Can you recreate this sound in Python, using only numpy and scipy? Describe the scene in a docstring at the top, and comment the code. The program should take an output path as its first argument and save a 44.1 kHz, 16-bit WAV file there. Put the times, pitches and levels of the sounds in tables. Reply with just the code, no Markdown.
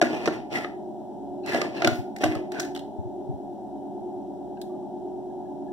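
"""A fan hums in a small room while a hollow plastic router scrapes over a desk, knocks down on its feet and is lifted.
The fan is a bank of harmonics over filtered noise; friction is random micro-slips, filtered or fed to resonances.
Knocks, ticks and brushes are shaped noise and decaying modes; rasps are narrow noise, squeaks and bumps sine swells.
Bare walls add a short tail; the hand-held phone picks up soft bumps and widens its stereo image."""
import sys
import numpy as np
from scipy import signal
from scipy.fft import rfft, irfft
from scipy.io import wavfile
from scipy.ndimage import uniform_filter1d

SR = 44100
rng = np.random.default_rng(int(sys.argv[2]) if len(sys.argv) > 2 else 0)


def generate_wav(sig):
    """Save sig (samples, or channels by samples) to the path in sys.argv[1] as 16-bit PCM at SR."""
    pcm = np.round(np.clip(np.atleast_2d(sig).T, -1, 1) * 32767).astype(np.int16)
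    wavfile.write(sys.argv[1], SR, pcm)


N = 252384

# pushes that drag the case: (start t/s, length/s, friction level/dB, growth over the push/dB,
# friction tilt/dB per octave, finger rub level/dB, grit as scatter of the slips/dB)
PUSHES = [(-0.014, 0.17, -3, 0.5, -1, -8, 3.3), (0.163, 0.2, -7, 1, -2.5, -9.5, 2.5),
          (0.484, 0.091, -2, 7, 0.5, -3.5, 1.5), (1.437, 0.1, -0.5, 13.5, 1.5, -2.5, 3),
          (1.557, 0.1, -4, 2.5, -2.5, -13, 3), (1.69, 0.2, -4, 11, -1, -16, 2),
          (1.91, 0.028, -1.5, -3.5, 8, -13, 1), (2.171, 0.07, -5.5, 17, 2.5, -6, 2.5),
          (2.28, 0.1, -8, -3.5, -4, -18, 3.3), (2.5, 0.14, -5, -8.5, -1, -9, 3.5)]


def undb(db):
    """Decibels to gain."""
    return 10 ** (np.asarray(db) / 20)


def gain_at(hz, points):
    """Gain of a (f/Hz, level/dB) table, interpolated on a log-frequency axis."""
    f, db = np.transpose(points)
    return undb(np.interp(np.log(np.maximum(hz, 1)), np.log(f), db))


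def convolve(x, response):
    """Each channel of x through one impulse response, cut to the length of x."""
    wet = signal.oaconvolve(np.atleast_2d(x), response[None], axes=1)
    return wet[:, :x.shape[-1]].reshape(x.shape)


def colour(x, points, tilt_db=0):
    """Causal minimum-phase filter with the given spectrum, tilted about 3 kHz and above 1 kHz only."""
    size = 2048
    hz = np.arange(size // 2 + 1) * SR / size
    tilt = undb(tilt_db * np.log2(np.maximum(hz, 1000) / 3000))
    # folding the cepstrum onto positive time gives minimum phase
    cepstrum = irfft(np.log(gain_at(hz, points) * tilt))
    cepstrum[1:size // 2] *= 2
    cepstrum[size // 2 + 1:] = 0
    return convolve(x, irfft(np.exp(rfft(cepstrum))))


def ports(mid, side):
    """Left and right microphone ports: most alike in the low mids, nearly unrelated in the treble."""
    # difference between the ports: (f/Hz, side minus mid level/dB)
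    side_points = [(50, -7), (110, -2.5), (220, -15), (370, -14), (550, -6), (800, -5.5), (1500, 2),
                   (4000, 0)]
    side = colour(side, side_points)
    return np.array([mid + side, mid - side])


def walk(rate, step=1):
    """Random levels held 1 / rate s and smoothed twice, one for every step samples; spread near 1."""
    k = int(SR / step / rate)
    held = np.repeat(rng.standard_normal(N // step // k + 1), k)
    smooth = uniform_filter1d(uniform_filter1d(held, k), k)
    return np.sqrt(2) * smooth[:N // step]


def add(track, s, sound):
    """Mix a sound in at time s."""
    i = max(int(s * SR), 0)
    track[:, i:i + sound.shape[-1]] += sound[..., :N - i]


def ring(modes, t, scatter_db=2, detune=0.017):
    """Decaying modes (f/Hz, level/dB, t60/s); weights, signs and pitches vary with the spot touched."""
    hz, db, t60 = np.transpose(modes)[:, :, None]
    shift, weight, sign = rng.standard_normal((3, len(modes), 1))
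    size = np.sign(sign) * undb(db + scatter_db * weight - 60 * t / t60)
    return np.sum(size * np.sin(2 * np.pi * hz * (1 + detune * shift) * t), 0)


def swell(t, hz, rise_s):
    """A soft-edged oscillation whose envelope peaks after rise_s."""
    return (t / rise_s) ** 2 * np.exp(2 - 2 * t / rise_s) * np.sin(2 * np.pi * hz * t)


def fan(tone_db=-1.0, buzz_db=-2, air_db=0.0, drift=0.000757, throb_db=0.15, lean_db=0.5):
    """Every turn repeats the same motor buzz; its harmonics waver in level over rushing air."""
    # strong tones: {multiple of the beat: relative level/dB rms}
    strong_tones = {6: -59, 22: -47, 24: -47, 26: -55, 28: -55, 29: -53, 30: -51, 31: -42, 35: -47, 38: -55,
                    39: -45, 40: -40, 41: -54, 43: -55, 44: -52, 64: -56, 68: -54, 78: -60, 79: -52, 83:
                    -55, 85: -60, 90: -62, 95: -58}
    # weak tones between them: (f/Hz, relative level/dB rms)
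    weak_tones = [(130, -61), (300, -54), (410, -55), (460, -82), (530, -70), (620, -67), (850, -68.5),
                  (950, -72), (1050, -88.5)]
    # rushing air: (f/Hz, level/dB per Hz)
    air_points = [(25, -90.5), (42, -84), (60, -83.5), (120, -71), (220, -76.5), (370, -70), (470, -83.5),
                  (600, -79), (740, -68.5), (880, -82), (1100, -104.5), (1700, -108), (2300, -116),
                  (3000, -111), (7000, -115), (15000, -123)]
    beat_hz, waver, wavers_per_s = 9.098, 0.4, 9
    step = 16  # the tones are built at a sixteenth of the sample rate
    angle = 2 * np.pi * np.cumsum(beat_hz * (1 + drift * walk(1.891)))[::step] / SR
    tones = np.zeros((2, len(angle)))
    for k in [6, *range(14, 112)]:
        if k in strong_tones:
            size = undb(tone_db + strong_tones[k])
        else:
            size = undb(buzz_db) * gain_at(k * beat_hz, weak_tones)
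        phase = k * angle + 2 * np.pi * rng.random()
        # a tone reaches one port slightly earlier, so its side part is a quarter cycle off
        pair = np.array([np.sin(phase), np.sign(rng.standard_normal()) * np.cos(phase)])
        tones += np.sqrt(2) * size * (1 + waver * walk(wavers_per_s, step)) * pair
    throb = undb(throb_db * walk(9.0, step))
    tones = signal.resample_poly(tones * throb, step, 1, axis=1)[:, :N]
    noise = rng.standard_normal((2, N)) * np.sqrt(SR / 2)
    air = undb(air_db) * colour(noise, air_points)
    return ports(*(tones + air)) * undb([[lean_db], [-lean_db]])


def effort(t, length, growth_db):
    """Gain of one push, t seconds in: it takes hold, grows or eases, then the case coasts to rest."""
    attack_s, release_db_per_s = 0.043, 230.5
    held_db = growth_db * (np.clip(t / length, 0, 1) - .5)
    release_db = release_db_per_s * np.maximum(t - length, 0)
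    return np.clip(t / attack_s, 0, 1) ** 2 * undb(held_db - release_db)


def slips(gain, grit_db):
    """Uneven micro-slips at both ports, now and then a harder catch; 0 dB per Hz where the gain is 1."""
    slips_per_s, judder_db = 4500, 2.0
    n, share = gain.shape[-1], slips_per_s / SR
    size = undb(grit_db * np.minimum(rng.exponential(size=n), 4.5))
    size = size / np.sqrt(np.mean(size ** 2))
    # both ports hear the same slip moments at independent strengths
    train = (rng.random(n) < share) * size * rng.standard_normal((2, n)) * np.sqrt(SR / 2 / share)
    return train * gain * undb(judder_db * walk(70)[:n])


def wander(x, echo=0.3, echo_s=0.00041, travel=0.094, moves_per_s=16):
    """The wave returns from the edge of the shell; the moving contact point shifts the resonances."""
    i = np.arange(N)
    late = i - SR * echo_s * (1 + travel * walk(moves_per_s))
    return np.array([c + echo * np.interp(late, i, c) for c in x]) / np.hypot(1, echo)


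def slide(slide_db=-0.5):
    """The feet grind over the desk: tilt makes a push dull or bright, slip scatter smooth or gritty."""
    # colour of the friction: (f/Hz, relative level/dB per Hz)
    friction_points = [(30, -100), (130, -64.5), (240, -59), (340, -55.5), (490, -67), (660, -59),
                       (1100, -74.5), (1500, -85.5), (2400, -78.5), (3400, -81.5), (4400, -86),
                       (5700, -87.5), (7500, -99), (15000, -108)]
    out, t = np.zeros((2, N)), np.arange(SR // 2) / SR
    for s, length, db, growth_db, tilt_db, _, grit_db in PUSHES:
        grind = slips(effort(t, length, growth_db), grit_db)
        add(out, s, undb(db) * colour(grind, friction_points, tilt_db))
    return undb(slide_db) * ports(*wander(out))


def rub(rub_db=-70, shift_db=5.0, shifts_per_s=24):
    """The pushing fingers drag over the shell; as they move, one resonance after another stands out."""
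    # shell resonances under a rubbing finger: (f/Hz, relative level/dB, t60/s)
    shell_modes = [(1438, -4, 0.032), (1760, 1, 0.027), (1980, 2, 0.015), (2450, -7, 0.023),
                   (3130, -19.5, 0.036), (4240, -13, 0.024), (5560, -14.5, 0.042)]
    grit_db = 3
    gain, t = np.zeros((1, N)), np.arange(SR // 2) / SR
    for s, length, _, growth_db, _, db, _ in PUSHES:
        add(gain, s, undb(db) * effort(t, length, growth_db))
    drive, out = slips(gain, grit_db), 0
    for hz, db, t60 in shell_modes:
        q = np.pi * hz * t60 / np.log(1000)  # a sharper peak rings longer
        mode = signal.iirpeak(hz, q, fs=SR)
        out = out + undb(db + shift_db * walk(shifts_per_s)) * signal.lfilter(*mode, drive)
    return undb(rub_db) * ports(*out)


def snap(t, decay_s, points, tilt_db):
    """A contact strikes, rebounds once and sets off many dense, quickly dying panel modes, as noise."""
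    strike_s, rebound_s = 0.0006, 0.0023

    def strike(at):
        """Instant onset at time at, dying exponentially."""
        return (t >= at) * np.exp(-np.abs(t - at) / strike_s)

    envelope = 0.83 * np.exp(-t / decay_s) + .5 * strike(0) + strike(rebound_s)
    burst = rng.standard_normal((2, len(t))) * envelope
    return ports(*(colour(b, points, tilt_db) for b in burst))


def panel(t, hz, t60):
    """One panel bends under a blow with a 1 ms rise and rings out."""
    return (1 - np.exp(-t / 0.001)) * undb(-60 * t / t60) * np.sin(2 * np.pi * hz * t)


def knocks(body_db=-2.0, lid_db=-20, crack_db=-5.0, desk_db=-7, panel_db=0, spread_s=0.003, low_cut_hz=130):
    """Each blow cracks and bends base, top and rim; case and lid ring as the wave spreads; the desk booms."""
    # case against desk, all levels relative: (t/s, crack level/dB, crack tilt/dB per octave,
    # base thud level/dB, top clack level/dB, rim ping level/dB, rim f/Hz, hollow ring level/dB,
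    # desk boom level/dB)
    blows = [(0.0145, -12.5, -3, -26, -5.5, -19.5, 1670, -19, -15),
             (0.0231, -16, -3.5, -5.5, -26, -18, 1444, -12, -23.5),
             (0.257, -22.5, -4.5, -36, -32, -39, 1205, -32, -46),
             (0.2622, -25, -1, -32, -25, -52, 1520, -28.5, -40),
             (0.2751, -18.5, -9, -7.5, -19.5, -32, 1790, -17, -14.5),
             (0.2815, -31, 1, -28, -24.5, -27, 1370, -30, -11),
             (0.310, -40, -5, -20, -44, -38, 1780, -26, -16),
             (0.645, -27.5, -12, -34, -34, -29.5, 1266, -31, -25),
             (1.5463, -21.5, -4, -19, -16, -23, 1683, -18, -19),
             (1.585, -46, -3.5, -16.5, -27, -36.5, 1370, -25, -31.5),
             (1.6155, -18, -3, -26, -22.5, -26.5, 1205, -21.5, -31),
             (1.8205, -18.5, -6.5, -33, -16.5, -26, 1400, -30, -24.5),
             (1.8465, -10.5, -5, -7.5, -29, -22.5, 1522, -14.5, -13),
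             (1.861, -43, -6.5, -28, -23.5, -32.5, 1400, -31.5, -22),
             (1.8735, -13, -0.5, -24, -12, -16, 1430, -20, -18),
             (2.209, -47, -4, -14, -38.5, -43.5, 1780, -33, -36.5),
             (2.2213, -39.5, -0.5, -23.5, -31.5, -31.5, 1830, -28, -43),
             (2.2352, -20, -8.5, -9, -17, -24.5, 1546, -24, -22.5),
             (2.2390, -17, 0.5, -16, -14.5, -25.5, 1150, -15, -14),
             (2.259, -36, -9, -15, -17.5, -37, 1420, -23, -23),
             (2.3515, -31, 0.5, -32, -28, -33.5, 1270, -29, -27)]
    # modes of the hollow case on the desk, the lid panels and the desk: (f/Hz, relative level/dB, t60/s)
    case_modes = [(171, -1.5, 0.047), (246.7, -6.5, 0.31), (310, 1.5, 0.061), (330.4, 1, 0.068),
                  (422, 8, 0.02), (548, -7.5, 0.082), (600, -1.5, 0.04), (667, -7.5, 0.05),
                  (716, -7.5, 0.058), (1030, -25, 0.068)]
    lid_modes = [(1190, -2.5, 0.068), (1540, -1, 0.023), (1600, -1.5, 0.077), (1580, 4.5, 0.02),
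                 (1870, 14.5, 0.014), (2022, 9.5, 0.029), (2170, 1, 0.0059), (2817, 2, 0.0246),
                 (3400, -19, 0.0092), (5380, -19.5, 0.0067)]
    desk_modes = [(170.3, -19, 0.37), (245.4, -9, 0.48), (311.8, -8.5, 0.6)]
    # crack of hard plastic: (f/Hz, relative level/dB)
    crack_points = [(40, -31), (150, -11.5), (600, -8), (1100, -3.5), (1500, 0), (2300, 5.5), (3400, -1),
                    (4300, 2), (5500, -0.5), (8000, -8.5), (12000, -16), (16000, -16.5)]
    out, t = np.zeros((2, N)), np.arange(SR // 7) / SR
    boom_t = np.arange(SR // 3) / SR
    spread = 1 - np.exp(-t / spread_s)

    def hollow(modes):
        """Modes that build up as the wave spreads."""
        return spread * ports(ring(modes, t), ring(modes, t))

    for s, sharp_db, tilt_db, base_db, top_db, rim_db, rim_hz, hollow_db, boom_db in blows:
        base = undb(base_db) * panel(t, 365, 0.025)
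        top = undb(top_db) * panel(t, 680, 0.04)
        rim = undb(rim_db) * panel(t, rim_hz, 0.042)  # its pitch depends on where the blow lands
        body = undb(body_db + hollow_db) * hollow(case_modes)
        crack = undb(crack_db) * snap(t, 0.004, crack_points, tilt_db) + undb(lid_db) * hollow(lid_modes)
        add(out, s, undb(panel_db) * (base + top + rim) + body + undb(sharp_db) * crack)
        boom = ring(desk_modes, boom_t, scatter_db=2.0, detune=.005)
        add(out, s, undb(desk_db + boom_db) * boom)
    return signal.sosfilt(signal.butter(2, low_cut_hz, "highpass", fs=SR, output="sos"), out)


def ticks(tick_db=0, decay_s=0.0051, ring_decay_s=0.0058, ring_width=0.25, tail_db=-19, tail_s=0.0093):
    """Seams and hinges give under the grip: a snap, and band-passed noise as that part's close modes."""
    # light ticks of shell and aerial hinges: (t/s, level/dB, tilt/dB per octave, part f/Hz,
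    # its ring level over the tick/dB)
    clicks = [(0.2575, -38.5, -3.5, 5660, 13), (1.461, -35.5, -4, 1750, 3), (2.1626, -38, -2, 2060, 10),
              (2.185, -44, -3, 5600, 0), (2.2207, -50, 3, 5570, 0), (2.519, -34.5, -4.5, 1580, 4),
              (2.597, -26.5, -6.5, 5930, 7), (2.601, -28, -1, 5140, -6), (2.619, -40, 0, 6000, -2.5),
              (2.629, -44, -2, 3530, 13), (2.649, -38.5, -3, 1470, 3), (2.7494, -39.5, -1.5, 3300, 12),
              (2.7616, -34.5, -5, 3050, 4), (2.774, -41, -5, 4030, 4), (2.792, -42, -3, 3240, 8),
              (4.6150, -41.5, 1.5, 3900, 8.5)]
    # colour of a tick: (f/Hz, relative level/dB)
    tick_points = [(500, -39.5), (1600, 2.5), (2300, -2.5), (3100, -8), (3900, 3), (4700, 2), (5800, -0.5),
                   (7200, -1), (8500, -4.5), (10500, -5), (16000, -8)]
    out, t = np.zeros((2, N)), np.arange(SR // 7) / SR
    fade = np.exp(-t / ring_decay_s) + undb(tail_db) * np.exp(-t / tail_s)
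    for s, db, tilt_db, hz, ring_db in clicks:
        edges = hz * np.exp(np.array([-.5, .5]) * ring_width)
        band = signal.butter(2, edges, "bandpass", fs=SR, output="sos")
        cluster = ports(*signal.sosfilt(band, rng.standard_normal((2, len(t))) * fade))
        tick = snap(t, decay_s, tick_points, tilt_db) + undb(ring_db) * cluster
        add(out, s, undb(tick_db + db) * tick)
    return out


def rasps(rasp_db=0, width_hz=130, growth_db=5):
    """A fingertip catches on the shell; its dense slips, as noise, keep a single resonance singing."""
    # catches of the fingertip: (start t/s, length/s, level/dB, f/Hz)
    catches = [(0.522, 0.075, -55, 1375), (2.208, 0.025, -53, 1800), (2.521, 0.06, -45.5, 1546)]
    out, t = np.zeros((2, N)), np.arange(SR // 5) / SR
    for s, length, db, hz in catches:
        edges = [hz - width_hz / 2, hz + width_hz / 2]
        band = signal.butter(2, edges, "bandpass", fs=SR, output="sos")
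        tone = signal.sosfilt(band, rng.standard_normal((2, len(t))))
        tone = tone / tone.std()
        add(out, s, undb(rasp_db + db) * ports(*tone) * effort(t, length, growth_db))
    return out


def brushes(brush_db=-30):
    """Fingers brush along an aerial: a swell of noise makes the modes of its hinge sing."""
    # strokes: (start t/s, time to the peak/s, relative level/dB)
    strokes = [(1.429, 0.021, -7), (1.458, 0.033, 3), (1.755, 0.021, 2), (4.569, 0.0036, -13)]
    # aerial hinges: (f/Hz, relative level/dB, t60/s)
    hinge_modes = [(1660, -2, 0.035), (2610, -5.5, 0.018), (3030, -3, 0.0134), (4110, -4.5, 0.018),
                   (5790, -8.5, 0.013)]
    out, t = np.zeros((2, N)), np.arange(SR // 7) / SR
    hinge = ring(hinge_modes, np.arange(SR // 20) / SR, scatter_db=4.5, detune=.005)
    hinge = hinge / np.abs(rfft(hinge)).max()  # its strongest resonance passes at gain 1
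    for s, length, db in strokes:
        envelope = t / length * np.exp(.5 - .5 * (t / length) ** 2)
        stroke = rng.standard_normal((2, len(t))) * envelope
        add(out, s, undb(brush_db + db) * ports(*convolve(stroke, hinge)))
    return out


def bumps(far_port=0.021, rise_s=0.012):
    """The hand bumps the phone: low thuds through its body, mostly at the left port."""
    # soft bumps: (t/s, level/dB, f/Hz)
    thuds = [(1.869, -17, 115), (1.914, -22, 115), (1.983, -21.5, 112), (2.243, -21, 107),
             (2.281, -22, 107), (2.354, -24.5, 105), (2.983, -22, 93.5), (3.048, -26.5, 117),
             (3.287, -20.5, 132), (3.332, -28, 85)]
    out, t = np.zeros((2, N)), np.arange(SR // 5) / SR
    for s, db, hz in thuds:
        add(out, s, undb(db) * swell(t, hz, rise_s) * np.array([[1], [far_port]]))
    return out


def squeaks(squeak_db=-2, rise_s=0.0087):
    """Skin slips briefly on the glossy plastic: a faint sine swell."""
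    # squeaks of the grip: (t/s, relative level/dB, f/Hz)
    chirps = [(4.567, -58, 1560), (4.695, -59, 1154), (4.735, -62, 1196), (4.82, -62.5, 1150),
              (5.3, -68.5, 1650), (5.45, -65.5, 1684), (5.678, -59, 1700)]
    out, t = np.zeros((2, N)), np.arange(SR // 10) / SR
    for s, db, hz in chirps:
        add(out, s, undb(squeak_db + db) * swell(t, hz, rise_s))
    return out


def room(x, wet_db=-8.5, t60=0.34, onset_s=0.0014):
    """Bare walls return a short diffuse tail: decaying noise as impulse response."""
    t = np.arange(int(.6 * SR)) / SR
    tail = rng.standard_normal((2, len(t))) * undb(-60 * t / t60) * (1 - np.exp(-t / onset_s))
    tail *= undb(wet_db) / np.sqrt(np.sum(tail[0] ** 2))
    return x + ports(*(convolve(x.mean(0), h) for h in tail))


def scene():
    """The handled case in the room, the fan and the hand on the phone."""
    case = knocks() + ticks() + slide() + rub() + rasps() + brushes() + squeaks()
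    return room(case) + fan() + bumps()


def record(dry, crossfeed=0.64, lag_s=0.0004393, shadow_hz=5500):
    """The phone subtracts a late, dulled copy of the other channel, colours each port and cuts the top."""
    # sensitivity of the left port over the right: (f/Hz, level/dB)
    balance_points = [(250, -1.5), (600, 1), (1300, 1.5), (3000, -0.5), (5500, -1.5), (8500, -3),
                      (14000, -4)]
    top_hz = 15700
    hz = np.arange(N // 2 + 1) * SR / N
    cross = min(crossfeed, 1) * np.exp(-2j * np.pi * hz * lag_s) / np.hypot(1, hz / shadow_hz)
    # half the difference goes to each port
    lean = gain_at(hz, balance_points) ** np.array([[.5], [-.5]])
    wide = irfft((rfft(dry) - rfft(dry[::-1]) * cross) * lean, N)
    return signal.sosfilt(signal.ellip(8, .2, 70, top_hz, fs=SR, output="sos"), wide)


dry = scene()
out = record(dry)
generate_wav(out)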